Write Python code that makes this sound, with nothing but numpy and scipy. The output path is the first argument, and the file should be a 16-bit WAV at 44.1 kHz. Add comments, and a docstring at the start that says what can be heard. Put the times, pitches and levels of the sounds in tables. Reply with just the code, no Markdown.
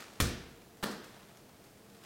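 """A rubber ball is thrown against a hollow indoor wall and caught again, in a bare, fairly live room.
Ventilation murmurs throughout (filtered noise and duct resonances), with faint ticks and rustle on top.
At 0.2 s the ball smacks the wall (pulses and crackle) and pings (decaying sines) while the wall booms.
From 0.83 s fingers and palms slap onto the ball one after another, with a dull thump and a softer ping.
More ticks and grainy rustle follow; every smack, slap and tick is answered by a diffuse room tail."""
import sys
import numpy as np
from scipy import signal
from scipy.fft import rfft, irfft, next_fast_len
from scipy.io import wavfile
from scipy.ndimage import uniform_filter1d

SR = 44100
rng = np.random.default_rng(int(sys.argv[2]) if len(sys.argv) > 2 else 0)


def transcribe(u):
    """Save the signal u as a 16-bit wav file named by the first command-line argument.

    u: samples, shape (n,) or (channels, n), limited to [-1, 1]; the rate is SR.
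    q: integer samples, one column per channel.
    """
    v = np.clip(np.atleast_2d(u).T, -1, 1)
    q = np.round(v * 32767).astype(np.int16)
    wavfile.write(sys.argv[1], SR, q)


N = 90404
T = np.arange(N) / SR  # time axis [s]

# The ball flattens against the wall: (time [s], level before colouring [dB], decay constant [s])
WALL_CONTACTS = [(0.2016, -8.5, 0.0016), (0.2036, -3.5, 0.003), (.2090, -4, 0.007),
                 (0.2237, -11.5, 0.00067)]
# Colour of that smack: (frequency [Hz], gain [dB])
SMACK_COLOUR = [(30, -5), (70, 2), (180, 14), (380, 10), (600, 6), (1000, 3.5), (1300, 8.5), (1650, 8),
                (2000, 3.5), (2350, 6), (2800, 4), (3350, 5), (4600, 1.5), (9000, -0.5), (16000, -6.5)]
# Stretched rubber skin rings for an instant on the wall: (frequency [Hz], height [dB], t60 [s])
SKIN_MODES = [(1314, -28.5, 0.04), (2397, -39, 0.052), (3350, -29.5, 0.039), (4040, -32.5, 0.038)]
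# Modes of the hollow wall: (frequency [Hz], height [dB], t60 [s])
WALL_MODES = [(44, -38, 0.67), (60.4, -36, .4), (73, -35, 0.68), (96, -37.5, 0.48), (124.7, -30, 0.45),
              (191.8, -42, 0.53), (228.8, -43, 0.69), (295, -46, 0.46), (346.7, -38.5, 0.63),
              (483.4, -47, 0.83), (680, -47.5, 0.45)]
# The wall heaves after the blow: (time [s], gain on the heave modes [dB])
HEAVES = [(.2025, -21), (0.2233, -18), (0.2491, -31), (0.2801, -35.5), (0.369, -46)]
# Short, deep knock of one heave: (frequency [Hz], height before the heave's gain [dB], t60 [s])
HEAVE_MODES = [(86, 6, 0.033), (185, -4.5, 0.022)]
HEAVE_RISE_S = 0.0027  # time constant of its onset

# Air ringing inside the ball: (frequency [Hz], height before the gains below [dB], t60 [s])
BALL_MODES = [(1217, -47.5, .35), (1413, -44.5, 0.4), (1786, -43, 0.59), (2374, -47.5, 0.42),
              (3230, -51, 0.27), (3470, -49.5, 0.44), (4090, -59, 0.23), (5150, -47, 0.52),
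              (5880, -50, 0.26), (7010, -49, 0.19), (8800, -44, 0.11)]
RING_ON_WALL_DB, RING_IN_HANDS_DB = -2, -6

# Fingers and palms land, then slip into their grip:
# (time [s], level before colouring [dB], decay constant [s])
CATCH_CONTACTS = [(.8271, -12, 0.0057), (0.8318, -9, 0.0048), (.8358, -8.5, 0.0021), (0.8382, -4.5, 0.0023),
                  (0.8421, -6.5, 0.0018), (0.8488, -17, 0.0013), (0.868, -22, .003)]
# Colour of a hand slap: (frequency [Hz], gain [dB])
SLAP_COLOUR = [(30, -7), (110, -4.5), (180, 9), (290, 6), (430, 10), (850, 8), (1250, 7.5), (1750, 4.5),
               (2150, -2.5), (4400, -1.5), (6000, -9.5), (9000, -9), (16000, -15)]
# Dull thump of the ball stopping in the hands: (frequency [Hz], height [dB], t60 [s])
CATCH_THUMP = [(60, -49, .09), (177, -53, 0.65), (199, -34, 0.088), (207, -43.5, 0.82), (413, -37.5, .05),
               (449, -47, 0.67)]
HAND_SOFTNESS_HZ = 2200  # above this, soft palms excite the modes less and less

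# Light taps, ticks and brushes of hands and shoes:
# (time [s], level before colouring [dB], decay constant [s])
TICKS = [(.0035, -17.5, 0.0045), (.134, -27.5, 0.0037), (.6185, -34, .003), (.7715, -30, 0.0033),
         (.9105, -14.5, 0.025), (1.0425, -20, 0.013), (1.286, -30.5, .008), (1.3715, -27, 0.0041),
         (1.640, -26, 0.033), (1.7742, -34, 0.0018), (1.8995, -32.5, 0.0035), (1.948, -28.5, 0.0083),
         (2.037, -24, 0.0083)]
# Colour of a tick: (frequency [Hz], gain [dB])
TICK_COLOUR = [(100, -4.5), (500, -4), (1500, -2.5), (3500, -1.5), (7500, -6.5), (16000, -13)]
# Rustle of clothes and of the ball rolling off the fingers: (time [s], level [dB])
RUSTLE_LEVEL = [(0, -46), (.04, -52), (.11, -58), (.19, -57.5), (.45, -60), (.8, -74.5), (1.05, -62),
                (1.2, -61), (1.45, -70.5), (1.58, -68), (1.65, -68), (1.75, -77), (1.87, -73), (1.99, -66),
                (2.05, -56)]
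# Colour of the rustle: (frequency [Hz], relative gain [dB])
RUSTLE_COLOUR = [(100, -18.5), (400, 0.5), (900, 2), (2000, -1), (5000, -7), (9000, -14), (16000, -30)]
RUSTLE_GRAIN_DB, RUSTLE_GRAIN_S = 3, 0.0036  # rms swing of the grain, averaging length

# Colour of ventilation and hiss: (frequency [Hz], relative density [dB per Hz])
AIR_COLOUR = [(15, -61), (25, -20), (53, -8.5), (123, -4.5), (145, -4.5), (206, -3), (236, -4), (451, -6.5),
              (489, -10.5), (677, -10), (988, -15.5), (1070, -15.5), (2410, -21.5), (14800, -27),
              (16000, -28)]
AIR_DB = -58.5  # rms level
# Duct tones: (frequency [Hz], rms level [dB])
DUCT_TONES = [(123, -71.5), (203, -68.5), (460, -70), (684, -75.5)]
DUCT_WIDTH_HZ = 11.7

CRACK_SHARE = 0.13  # amplitude of a contact's first sharp pulse; the crackle carries the other energy

# Decay of the room's tail: (frequency [Hz], t60 [s])
ROOM_T60 = [(60, 0.8), (170, 0.7), (420, 0.66), (1100, 0.67), (2900, 0.76), (5500, 0.53), (8000, 0.3),
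            (14000, 0.28)]
# Strength of the tail against the direct sound, before colouring: (frequency [Hz], gain [dB])
ROOM_LEVEL = [(50, -3), (180, 6), (400, 2), (800, -5), (1500, -2), (3000, -4), (5500, 0), (12000, -6.5)]
ROOM_DELAY_S, ROOM_BUILD_S = 0.0016, 0.01  # wait before the tail, time constant of its build-up
CUTOFF_HZ = 16000


def wall_hit():
    """The ball smacks and pings, its skin and the wall's modes ring, and the wall heaves in deep knocks."""
    ping = from_db(RING_ON_WALL_DB) * ringing(BALL_MODES)
    rings = ringing(WALL_MODES) + ringing(SKIN_MODES) + ping
    heave = -ringing(HEAVE_MODES) * (1 - np.exp(-T / HEAVE_RISE_S))
    boom = sum(from_db(db) * delayed(heave, s) for s, db in HEAVES)
    first_touch_s = WALL_CONTACTS[0][0]
    smack = contacts(WALL_CONTACTS, SMACK_COLOUR)
    return smack + delayed(rings, first_touch_s) + boom


def catch():
    """Hands slap onto the ball; the first firm touch sets it thumping and softly ringing."""
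    ping = smoothed(ringing(BALL_MODES), 1 / (2 * np.pi * HAND_SOFTNESS_HZ))
    rings = ringing(CATCH_THUMP) + from_db(RING_IN_HANDS_DB) * ping
    firm_touch_s = CATCH_CONTACTS[1][0]
    slaps = contacts(CATCH_CONTACTS, SLAP_COLOUR)
    return slaps + delayed(rings, firm_touch_s)


def movement():
    """The thrower's small ticks, and a rustle of coloured noise whose level flutters in fine grains."""
    slow_noise = uniform_filter1d(rng.standard_normal(N), max(int(RUSTLE_GRAIN_S * SR), 1))
    grain_gain = from_db(RUSTLE_GRAIN_DB * rms_one(slow_noise))
    rustle = rms_one(coloured(rng.standard_normal(N) * grain_gain, RUSTLE_COLOUR))
    rustle_gain = from_db(np.interp(T, *np.transpose(RUSTLE_LEVEL)))
    return contacts(TICKS, TICK_COLOUR) + rustle * rustle_gain


def ventilation():
    """Steady air noise, which also drives a few narrow duct resonances as separate noise streams."""
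    out = from_db(AIR_DB) * rms_one(coloured(rng.standard_normal(N), AIR_COLOUR))
    for hz, db in DUCT_TONES:
        resonance = np.exp(-np.pi * DUCT_WIDTH_HZ * T) * np.sin(2 * np.pi * hz * T)
        tone = irfft(rfft(resonance) * rfft(rng.standard_normal(N)), N)
        out += from_db(db) * rms_one(tone)
    return out


def contacts(rows, colour):
    """Each contact is a sharp pulse and a few milliseconds of dying crackle, heard with the room's answer."""
    direct = np.zeros(N)
    for s, db, decay_s in rows:
        burst = rng.standard_normal(N) * np.exp(-T / decay_s)
        burst *= np.sqrt((1 - CRACK_SHARE ** 2) / np.sum(burst ** 2))
        burst[0] += CRACK_SHARE
        direct += from_db(db) * delayed(burst, s)
    return coloured(direct + room_tail(direct), colour)


def room_tail(x):
    """The room stores each contact's energy and returns it as diffuse noise, dying soonest in the top treble."""
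    edges = np.geomspace(30, 18000, 19)  # band edges [Hz]
    fed_energy = smoothed(delayed(x ** 2, ROOM_DELAY_S), ROOM_BUILD_S)
    tail = np.zeros(N)
    for low, high in zip(edges, edges[1:]):
        hz = np.sqrt(low * high)
        band_filter = signal.butter(2, [low, high], "band", fs=SR, output="sos")
        band = signal.sosfilt(band_filter, rng.standard_normal(N))
        # energy is amplitude squared, so its exponential decay rate is twice the amplitude's, hence the 2
        stored_energy = smoothed(fed_energy, at_hz(ROOM_T60, hz) / (2 * np.log(1000)))
        tail += band * from_db(at_hz(ROOM_LEVEL, hz)) * np.sqrt(stored_energy)
    return tail


def ringing(modes):
    """Struck modes as decaying sines."""
    return sum(from_db(db) * fade(t60) * np.sin(2 * np.pi * hz * T) for hz, db, t60 in modes)


def fade(t60):
    """Exponential decay by 60 dB in t60 seconds."""
    return np.exp(-np.log(1000) * T / t60)


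def smoothed(x, seconds):
    """One-pole lag that keeps the total; the tiny offset keeps stored energy above zero."""
    r = np.exp(-1 / (seconds * SR))
    return signal.lfilter([1 - r], [1, -r], x + 1e-24)


def coloured(x, points):
    """Causal (minimum-phase) filter with the given (frequency [Hz], gain [dB]) curve."""
    size = 2 * next_fast_len(N)
    hz = np.arange(size // 2 + 1) * SR / size
    cepstrum = irfft(np.log(from_db(at_hz(points, hz))))
    # folding the cepstrum onto positive time makes the filter minimum-phase
    cepstrum[1:size // 2] *= 2
    cepstrum[size // 2 + 1:] = 0
    return irfft(rfft(x, size) * np.exp(rfft(cepstrum)))[:N]


def at_hz(points, hz):
    """Read a table on a log-frequency axis."""
    f, value = np.transpose(points)
    return np.interp(np.log(np.maximum(hz, 1)), np.log(f), value)


def delayed(x, s):
    """The sound, starting s seconds later."""
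    return np.concatenate([np.zeros(max(int(s * SR), 0)), x])[:N]


def rms_one(x):
    """Scale to rms 1."""
    return x / np.sqrt(np.mean(x ** 2) + 1e-20)


def from_db(db):
    """Decibels to gain."""
    return 10 ** (np.asarray(db) / 20)


def scene():
    """Everything at one microphone."""
    return (wall_hit() + catch() + movement() + ventilation())[None]


def record(dry):
    """The top is cut steeply by an elliptic low-pass."""
    low_pass = signal.ellip(10, .2, 70, CUTOFF_HZ, fs=SR, output="sos")
    return signal.sosfilt(low_pass, dry)


dry = scene()
out = record(dry)
transcribe(out)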